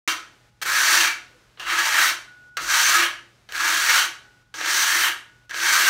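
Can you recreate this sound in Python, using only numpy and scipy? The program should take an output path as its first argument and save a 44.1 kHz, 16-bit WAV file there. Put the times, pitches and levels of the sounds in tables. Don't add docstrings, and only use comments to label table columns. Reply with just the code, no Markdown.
import sys
import numpy as np
from scipy import signal
from scipy.fft import rfft, irfft
from scipy.io import wavfile

SR = 44100
rng = np.random.default_rng(int(sys.argv[2]) if len(sys.argv) > 2 else 0)


def level_to_linear(level):
    exponent = np.asarray(level, float) / 20
    return 10 ** exponent


def output_pcm(signal):
    pcm = np.clip(np.atleast_2d(signal).T, -1, 1) * 32767
    wavfile.write(sys.argv[1], SR, np.round(pcm).astype(np.int16))


N = 259749

# frequency in Hz, level in dB per Hz.
FLOOR_COLOUR = [(19, -36.5), (32, -13.5), (133, -13), (255, -23), (290, -24.5), (615, -28), (700, -30),
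                (907, -30.5), (1370, -28), (1480, -28), (1600, -28.5), (6020, -36.5), (15700, -53)]
# frequency in Hz, level in dB rms.
HUM = [(44.5, -76.5), (119, -69), (238, -97)]
# time in seconds, level in dB.
HISS_AFTER = [(.25, -57.5), (1.3, -57.5), (2.3, -59), (3.3, -60), (4.2, -59), (5.3, -61)]
GATES = [.497, 2.497, 4.432, 5.461]
HISS_SAG_DB_PER_S, GATE_DB = 14.5, -4.5

# frequency in Hz, t60 in seconds.
ROOM_DECAY = [(300, 0.71), (1000, 0.4), (3000, 0.4), (6000, 0.36), (10000, 0.32), (15000, 0.2)]
ROOM_DB = -7.5

# time in seconds, peak in dB, pitch in Hz, length in seconds.
PUFFS = [(.72, -56.5, 42, .12), (1.677, -51, 43, 0.12), (2.655, -50, 45.3, 0.12), (3.603, -59, 43, 0.16),
         (3.929, -60, 43.4, .14), (.67, -55, 150, 0.087), (2.62, -51.5, 152.5, 0.08)]
# time in seconds, peak in dB, pitch in Hz, length in seconds.
STEPS = [
    (1.36, -56, 500, 0.036),
    (1.374, -61, 327, 0.041),
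]

# lift in seconds, landing in seconds, level in dB rms,
# t60 in seconds, lower mode in dB relative to the upper.
RINGS = [
    (.15, 0.612, -71, 2.2, -1),
    (1.137, 1.575, -51, 0.71, -25),
    (2.263, 2.574, -54.5, 8.2, -28),
    (3.141, 3.495, -80, 3, -17),
    (4.23, 4.543, -61, 1.05, -11),
    (5.22, 5.493, -61, 2.1, -22),
]
RING_HZ = 1464, 834
RING_DB = 5.5

# frequency in Hz, width in Hz, level in dB.
TABLETOP = [(315, 23.6, -1), (342, 17, 3.5), (363, 15, -5), (384, 9.2, -6.5), (498, 48, -5), (562, 21, -2),
            (664, 31, -5), (724, 33, -4.5)]
# time in seconds, level in dB, favoured pitch in Hz.
HOLLOWS = [(.1, 12, 333), (.66, 1, 340), (.96, 13, 335), (1.2, -8, 340), (1.69, 4.5, 330), (1.8, 2, 334),
           (1.95, 2.5, 345), (2.11, 5, 330), (2.63, 7, 330), (2.78, -3, 340), (2.95, 8.5, 340),
           (3.22, -9, 336), (3.68, 8.5, 320), (3.8, 0.5, 350), (3.93, -8.5, 320), (4.07, 11.5, 345),
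           (4.57, 10, 315), (4.72, 6, 328), (4.84, -7, 320), (4.9, 7, 360), (5.03, 8, 367), (5.17, 14, 374),
           (5.62, 6.5, 310), (5.82, 11, 376)]
HOLLOW_S, HOLLOW_WIDTH_HZ = 0.07, 48
BOOM_DB, BOOM_FOLLOWS, BOOM_LIFT_DB_PER_S = -33, 0.37, 59

# frequency in Hz, level in dB per Hz.
SCRAPE_COLOUR = [(250, -65), (420, -30), (725, -15.5), (810, -18.5), (1090, -8), (1550, -8), (2500, -7.5),
                 (4600, -7.5), (4950, -14), (5500, -10.5), (9300, -20), (10400, -24.5), (11200, -22),
                 (16500, -23.5)]
# frequency in Hz, width in Hz, gain in dB over the colour.
BLADE = [(912.5, 44, 8.5), (1302, 244, 6), (1519, 44, 3.5), (1659, 30, 5.5), (1860, 130, 4.5),
         (2153, 250, 5), (2695, 410, 3.5), (3120, 180, 5.5), (3840, 160, 2), (4570, 200, 1),
         (6125, 410, -1), (6000, 490, 4), (9330, 510, 1.5)]
# frequency in Hz, width in Hz, level in dB.
LINGER = [(1003, 6.7, -1.5), (1277, 13, -4), (1498, 3.7, -2), (1611, 11, -3), (2306, 8.8, -4),
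          (2774, 16, -5.5), (3236, 9.3, -10.5)]
# Hz at landing, Hz at lift, dB at landing, dB at lift.
BEND = [(1420, 1430, -11.5, 0), (1655, 1700, 6, 0.5), (1760, 1620, -5, -1), (1463, 1716, 3.5, -3),
        (1675, 1530, 4.5, -1), (1640, 1685, -1.5, 3), (1640, 1580, 4.5, 1)]
# time in seconds, frequency in Hz, level in dB.
UNBEND = [(.1, 3130, 3), (1.62, 2800, 5), (2.85, 6220, 4.5), (4.8, 6130, 4), (1.11, 2300, 11.5),
          (3.05, 2360, 3), (3.07, 2910, 2), (4.05, 2950, 5), (5.09, 2900, 8.5)]
UNBEND_S, UNBEND_WIDTH_HZ = 0.051, 160
FLEX_DB, FLEX_WIDTH_HZ, WANDER_DB = 4.5, 202, 3.5

# time in seconds, peak in dB, top in dB relative, skid t60 in seconds.
LANDINGS = [(0.6154, -25, -13, 0.045), (0.6251, -21, -2, 0.017), (.6325, -21, -4, 0.0089),
            (.654, -20.5, -15, 0.044), (1.574, -37, -28, 0.079), (1.597, -23, -7, 0.083),
            (2.5694, -21, -4, 0.023), (2.575, -22, -5, .015), (2.581, -27, -18, 0.018),
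            (3.4894, -31.5, -9.5, 0.084), (3.5224, -20.5, -1, 0.026), (4.541, -25.5, -20, 0.075),
            (4.6114, -15, -8, 0.038), (4.660, -12.5, -0.5, 0.016), (5.495, -31, -3, .06),
            (5.51, -24, -2, 0.014), (5.544, -17, -18, 0.015), (5.586, -20, -5, .008),
            (5.602, -14.5, -3, 0.013), (5.634, -19, 10, .008)]
# frequency in Hz, width in Hz, level in dB.
THUD = [(500, 55, -17.5), (594, 88, -19.5), (730, 57, -16.5)]

# time in seconds, level in dB.
PRESSURE = [
    [(0, -6.5), (.085, -23.5), (.125, -29)],
    [(.616, -36.5), (.63, -29.5), (.646, -49), (.66, -27), (.72, -24), (.95, -17), (1.06, -20), (1.11, -31)],
    [(1.575, -63), (1.607, -33.5), (1.645, -35.5), (1.693, -23), (1.77, -20.5), (1.92, -21.5), (1.99, -16),
     (2.095, -20)],
    [(2.57, -24), (2.614, -31), (2.67, -32), (2.69, -24.5), (2.74, -19), (2.85, -18), (3.05, -18.5)],
    [(3.49, -53), (3.556, -30), (3.61, -24.5), (3.66, -21.5), (3.82, -24.5), (3.892, -17), (3.99, -18.5),
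     (4.05, -27)],
    [(4.541, -38.5), (4.605, -30.5), (4.632, -30), (4.645, -27), (4.75, -22), (4.825, -19), (4.86, -21),
     (5.045, -19.5), (5.085, -24)],
    [(5.494, -50), (5.512, -31), (5.53, -37), (5.56, -30), (5.666, -21), (5.76, -17.5), (5.81, -19),
     (5.89, -17.5)],
]
# time in seconds, level in dB.
SPEED = [
    [(0, -6), (.085, -4), (.125, -6.5)],
    [(.616, 3.5), (.66, -0.5), (.78, -0.5), (.92, 0), (1.06, -3.5)],
    [(1.575, -13), (1.69, -8), (1.92, -4), (1.98, -6.5), (2.05, -3.5)],
    [(2.57, -2.5), (2.59, -16.5), (2.625, 0), (2.76, -2), (2.85, -0.5), (2.96, -3), (3.05, -9)],
    [(3.49, -4), (3.62, -3.5), (3.8, 0), (3.89, -4), (4.04, -3.5)],
    [(4.541, 0.5), (4.63, -5), (4.7, 2), (4.8, -1), (4.86, -1), (5.06, -5.5)],
    [(5.494, 0), (5.522, -18), (5.535, -3), (5.66, -1.5), (5.89, -3.5)],
]
WIPE_DB = [7, -1.5, 5, 4, 3.5, 12, 7]
LIFT_DB_PER_S, LIFT_DULLS_DB_PER_S, LIFT_S = 335, 79, 0.16
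MID_DB, MID_FOLLOWS, MID_AT_LIFT_DB = -3, 0.4, 2.5

START_S = 0.0765
CUTOFF_HZ = 16150


def unit(x):
    return x / np.sqrt(np.mean(x ** 2) + 1e-20)


def at_hz(points, hz):
    table_hz, table_db = np.array(points).T
    return np.interp(np.log(hz), np.log(table_hz), table_db)


def drift(rate):
    r = np.exp(-80 * np.pi * rate / SR)
    noise = rng.standard_normal(N // 40 + 2002)
    slow = signal.lfilter([1], [1, -2 * r, r * r], noise)[2000:]
    return np.interp(np.arange(N) / 40, np.arange(len(slow)), unit(slow))


def two_pole(hz, width_hz):
    r = np.exp(-np.pi * width_hz / SR)
    return np.array([1, 0, -1]) * (1 - r * r) / 2, [1, -2 * r * np.cos(2 * np.pi * hz / SR), r * r]


def resonate(x, hz, width_hz):
    b, a = two_pole(hz, width_hz)
    return signal.lfilter(b, a, x)


def bands(x, centres_hz):
    spectrum = rfft(x)
    log_hz = np.log(np.arange(len(x) // 2 + 1) * SR / len(x) + 1)
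    for share in np.eye(len(centres_hz)):
        yield irfft(spectrum * np.interp(log_hz, np.log(centres_hz), share), len(x))


def colour(x, points):
    cepstrum = irfft(np.log(level_to_linear(at_hz(points, np.arange(2049) * SR / 4096 + 1))))
    cepstrum[1:2048] *= 2
    cepstrum[2049:] = 0
    return signal.fftconvolve(x, irfft(np.exp(rfft(cepstrum))))[:len(x)]


def hiss_db(t):
    out = np.full(N, HISS_AFTER[0][1], float)
    for s, db in HISS_AFTER:
        after = t >= s - 0.15
        out[after] = (db - HISS_SAG_DB_PER_S * np.clip(t - s, 0, 0.3))[after]
    for s in GATES:
        out += GATE_DB * np.clip((t - s) / 0.0083 + 0.5, 0, 1) * (t < s + 0.2)
    return out


def background():
    t = np.arange(N) / SR
    rumble, hiss = bands(colour(rng.standard_normal(N), FLOOR_COLOUR), [180, 280])
    hum = 0
    for hz, db in HUM:
        level = level_to_linear(db + 6 + 1.3 * drift(4.0))
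        hum = hum + level * np.sin(2 * np.pi * hz * t + 0.4 * drift(3.0))
    return unit(rumble) * level_to_linear(-66) + unit(hiss) * level_to_linear(hiss_db(t)) + hum


def room(x, count):
    t, out = np.arange(SR) / SR, 0
    place = np.arange(N) / SR / 0.12
    for k in range(count):
        zones = bands(rng.standard_normal(SR), np.array(ROOM_DECAY)[:, 0])
        tail = sum(zone * level_to_linear(-60 * t / t60) for zone, (hz, t60) in zip(zones, ROOM_DECAY))
        tail = tail * np.clip((t - 0.004) / 0.0046, 0, 1)
        here = np.sqrt(np.clip(1 - np.abs((place - k) % count - 1), 0, 1))
        out = out + signal.fftconvolve(x * here, tail / np.sqrt(np.sum(tail ** 2)))[:N]
    return out


def puffs():
    t, out = np.arange(N) / SR, np.zeros(N)
    for s, db, hz, length in PUFFS + STEPS:
        swell = np.exp(-((t - s) / length * 2) ** 2)
        out += level_to_linear(db) * swell * np.sin(2 * np.pi * hz * (t - s))
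    return out


def ringing():
    t, out = np.arange(N) / SR, np.zeros(N)
    waver = 0.89 * drift(3.7)
    for lift, land, db, t60, low_db in RINGS:
        free = np.clip((t - lift) / 0.02, 0, 1) * np.clip((land - t) / 0.004 + 1, 0, 1)
        decay_db = -60 * (t - lift) / t60 * (free > 0)
        for hz, mode_db in zip(RING_HZ, (RING_DB, RING_DB + low_db)):
            out += free * level_to_linear(db + 3 + mode_db + waver + decay_db) * np.sin(2 * np.pi * hz * t)
    return out


def hollow(hz):
    t, total_db = np.arange(0, N, 64) / SR, 0
    for s, db, spot_hz in HOLLOWS:
        nearness = ((t - s) / HOLLOW_S) ** 2 + ((hz - spot_hz) / HOLLOW_WIDTH_HZ) ** 2
        total_db = total_db + db * np.exp(-nearness)
    return np.interp(np.arange(N) / SR, t, level_to_linear(total_db))


def tabletop(push):
    out = np.zeros(N)
    for hz, width, db in TABLETOP:
        drive = push * hollow(hz) * level_to_linear(2.7 * drift(6.3))
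        out += level_to_linear(db) * resonate(resonate(drive, hz, width), hz, 2 * width)
    return out


def flex():
    points = []
    for rows, (land_hz, lift_hz, land_db, lift_db) in zip(PRESSURE, BEND):
        points += [(rows[0][0], land_hz, land_db), (rows[-1][0], lift_hz, lift_db)]
    return np.transpose(points)


def sweep(x, width_hz):
    out, state = np.empty(N), np.zeros(2)
    s, hz, db = flex()
    for i in range(0, N, 256):
        b, a = two_pole(np.interp(i / SR, s, hz), width_hz)
        out[i:i + 256], state = signal.lfilter(b, a, x[i:i + 256], zi=state)
    return out * level_to_linear(np.interp(np.arange(N) / SR, s, db))


def unbend(x):
    t, out = np.arange(N) / SR, np.zeros(N)
    for s, hz, db in UNBEND:
        swell = np.exp(-np.minimum(((t - s) / UNBEND_S) ** 2, 30))
        out += level_to_linear(db) * resonate(x * swell, hz, UNBEND_WIDTH_HZ)
    return out


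def blade(ticks, mid, top, air=1):
    steel = colour(ticks, SCRAPE_COLOUR)
    out = steel
    for hz, width, db in BLADE:
        out = out + (level_to_linear(db) - 1) * level_to_linear(WANDER_DB * drift(8.0)) * resonate(steel, hz, width)
    out = out + level_to_linear(FLEX_DB) * sweep(out, FLEX_WIDTH_HZ) + unbend(out)
    thin = sum(level_to_linear(db) * resonate(out * level_to_linear(WANDER_DB * drift(4.3)), hz, width) for hz, width, db in LINGER)
    low_zone, mid_zone, top_zone, air_zone = bands(out + thin, [1940, 3230, 6450, 11000])
    return low_zone + mid * mid_zone + top * (top_zone + air * air_zone)


def landings():
    t, knock, bright = np.arange(SR // 8) / SR, np.zeros(N), np.ones(N)
    fizz = rng.standard_normal(N)
    for s, db, top_db, t60 in LANDINGS:
        i = round(s * SR)
        skid = level_to_linear(-60 * t / max(t60, 0.005))
        knock[i:i + len(skid)] += level_to_linear(db) * skid * fizz[i:i + len(skid)]
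        knock[i] += level_to_linear(db + 13.5)
        bright[i - 40:] = level_to_linear(top_db + 7)
    thud = sum(level_to_linear(db + 15.5) * resonate(knock, hz, width) for hz, width, db in THUD)
    return thud + blade(knock, level_to_linear(3), bright)


def hand():
    t, out = np.arange(N) / SR, np.zeros((5, N))
    for rows, speeds, wipe_db in zip(PRESSURE, SPEED, WIPE_DB):
        land, lift = rows[0][0], rows[-1][0]
        lifted = np.maximum(t - lift, 0)
        press = np.interp(t, *np.transpose(rows)) - LIFT_DB_PER_S * lifted
        speed = np.interp(t, *np.transpose(speeds))
        mid = MID_DB + MID_FOLLOWS * speed + MID_AT_LIFT_DB * np.clip(1 + (t - lift) / 0.15, 0, 1)
        top = speed - LIFT_DULLS_DB_PER_S * lifted
        table = BOOM_DB - (1 - BOOM_FOLLOWS) * (press + 20) - BOOM_LIFT_DB_PER_S * lifted
        air = np.interp(t, [land, lift], [-wipe_db / 2, wipe_db / 2])
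        down = (t >= land) & (lifted < LIFT_S)
        out[:, down] = level_to_linear([press, mid, top, np.minimum(table, -3), air])[:, down]
    return out


def grit(per_s, spread_db):
    sizes = level_to_linear(spread_db * np.minimum(rng.exponential(1, N), 5)) * rng.choice([-1, 1], N)
    return unit(sizes * (rng.random(N) < per_s / SR)) + 1e-9 * rng.standard_normal(N)


def scrape():
    pressure, mid, top, table, air = hand()
    ticks = grit(per_s=9000, spread_db=1.5) * level_to_linear(0.92 * drift(35.0))
    drag = blade(ticks * pressure, mid, top * level_to_linear(6.5), air)
    boom = tabletop(ticks * pressure * table)
    return level_to_linear(10) * drag, level_to_linear(28.5) * boom


def scene():
    drag, boom = scrape()
    edge = drag + landings()
    echoes = level_to_linear(ROOM_DB) * room(edge + 0.24 * boom, count=6)
    mix = background() + echoes + puffs() + ringing() + boom + edge
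    return np.tile(mix, (2, 1))


def band_limit(x):
    return signal.sosfilt(signal.butter(12, 16940, fs=SR, output="sos"), x)


def record(dry):
    x = 1.106 * np.tanh(dry / 1.169) * (np.arange(N) >= START_S * SR)
    x = signal.sosfilt(signal.butter(6, 37, "high", fs=SR, output="sos"), x)
    x = signal.sosfilt(signal.cheby2(18, 60, CUTOFF_HZ, fs=SR, output="sos"), x)
    return band_limit(x)


dry = scene()
out = record(dry)
output_pcm(out)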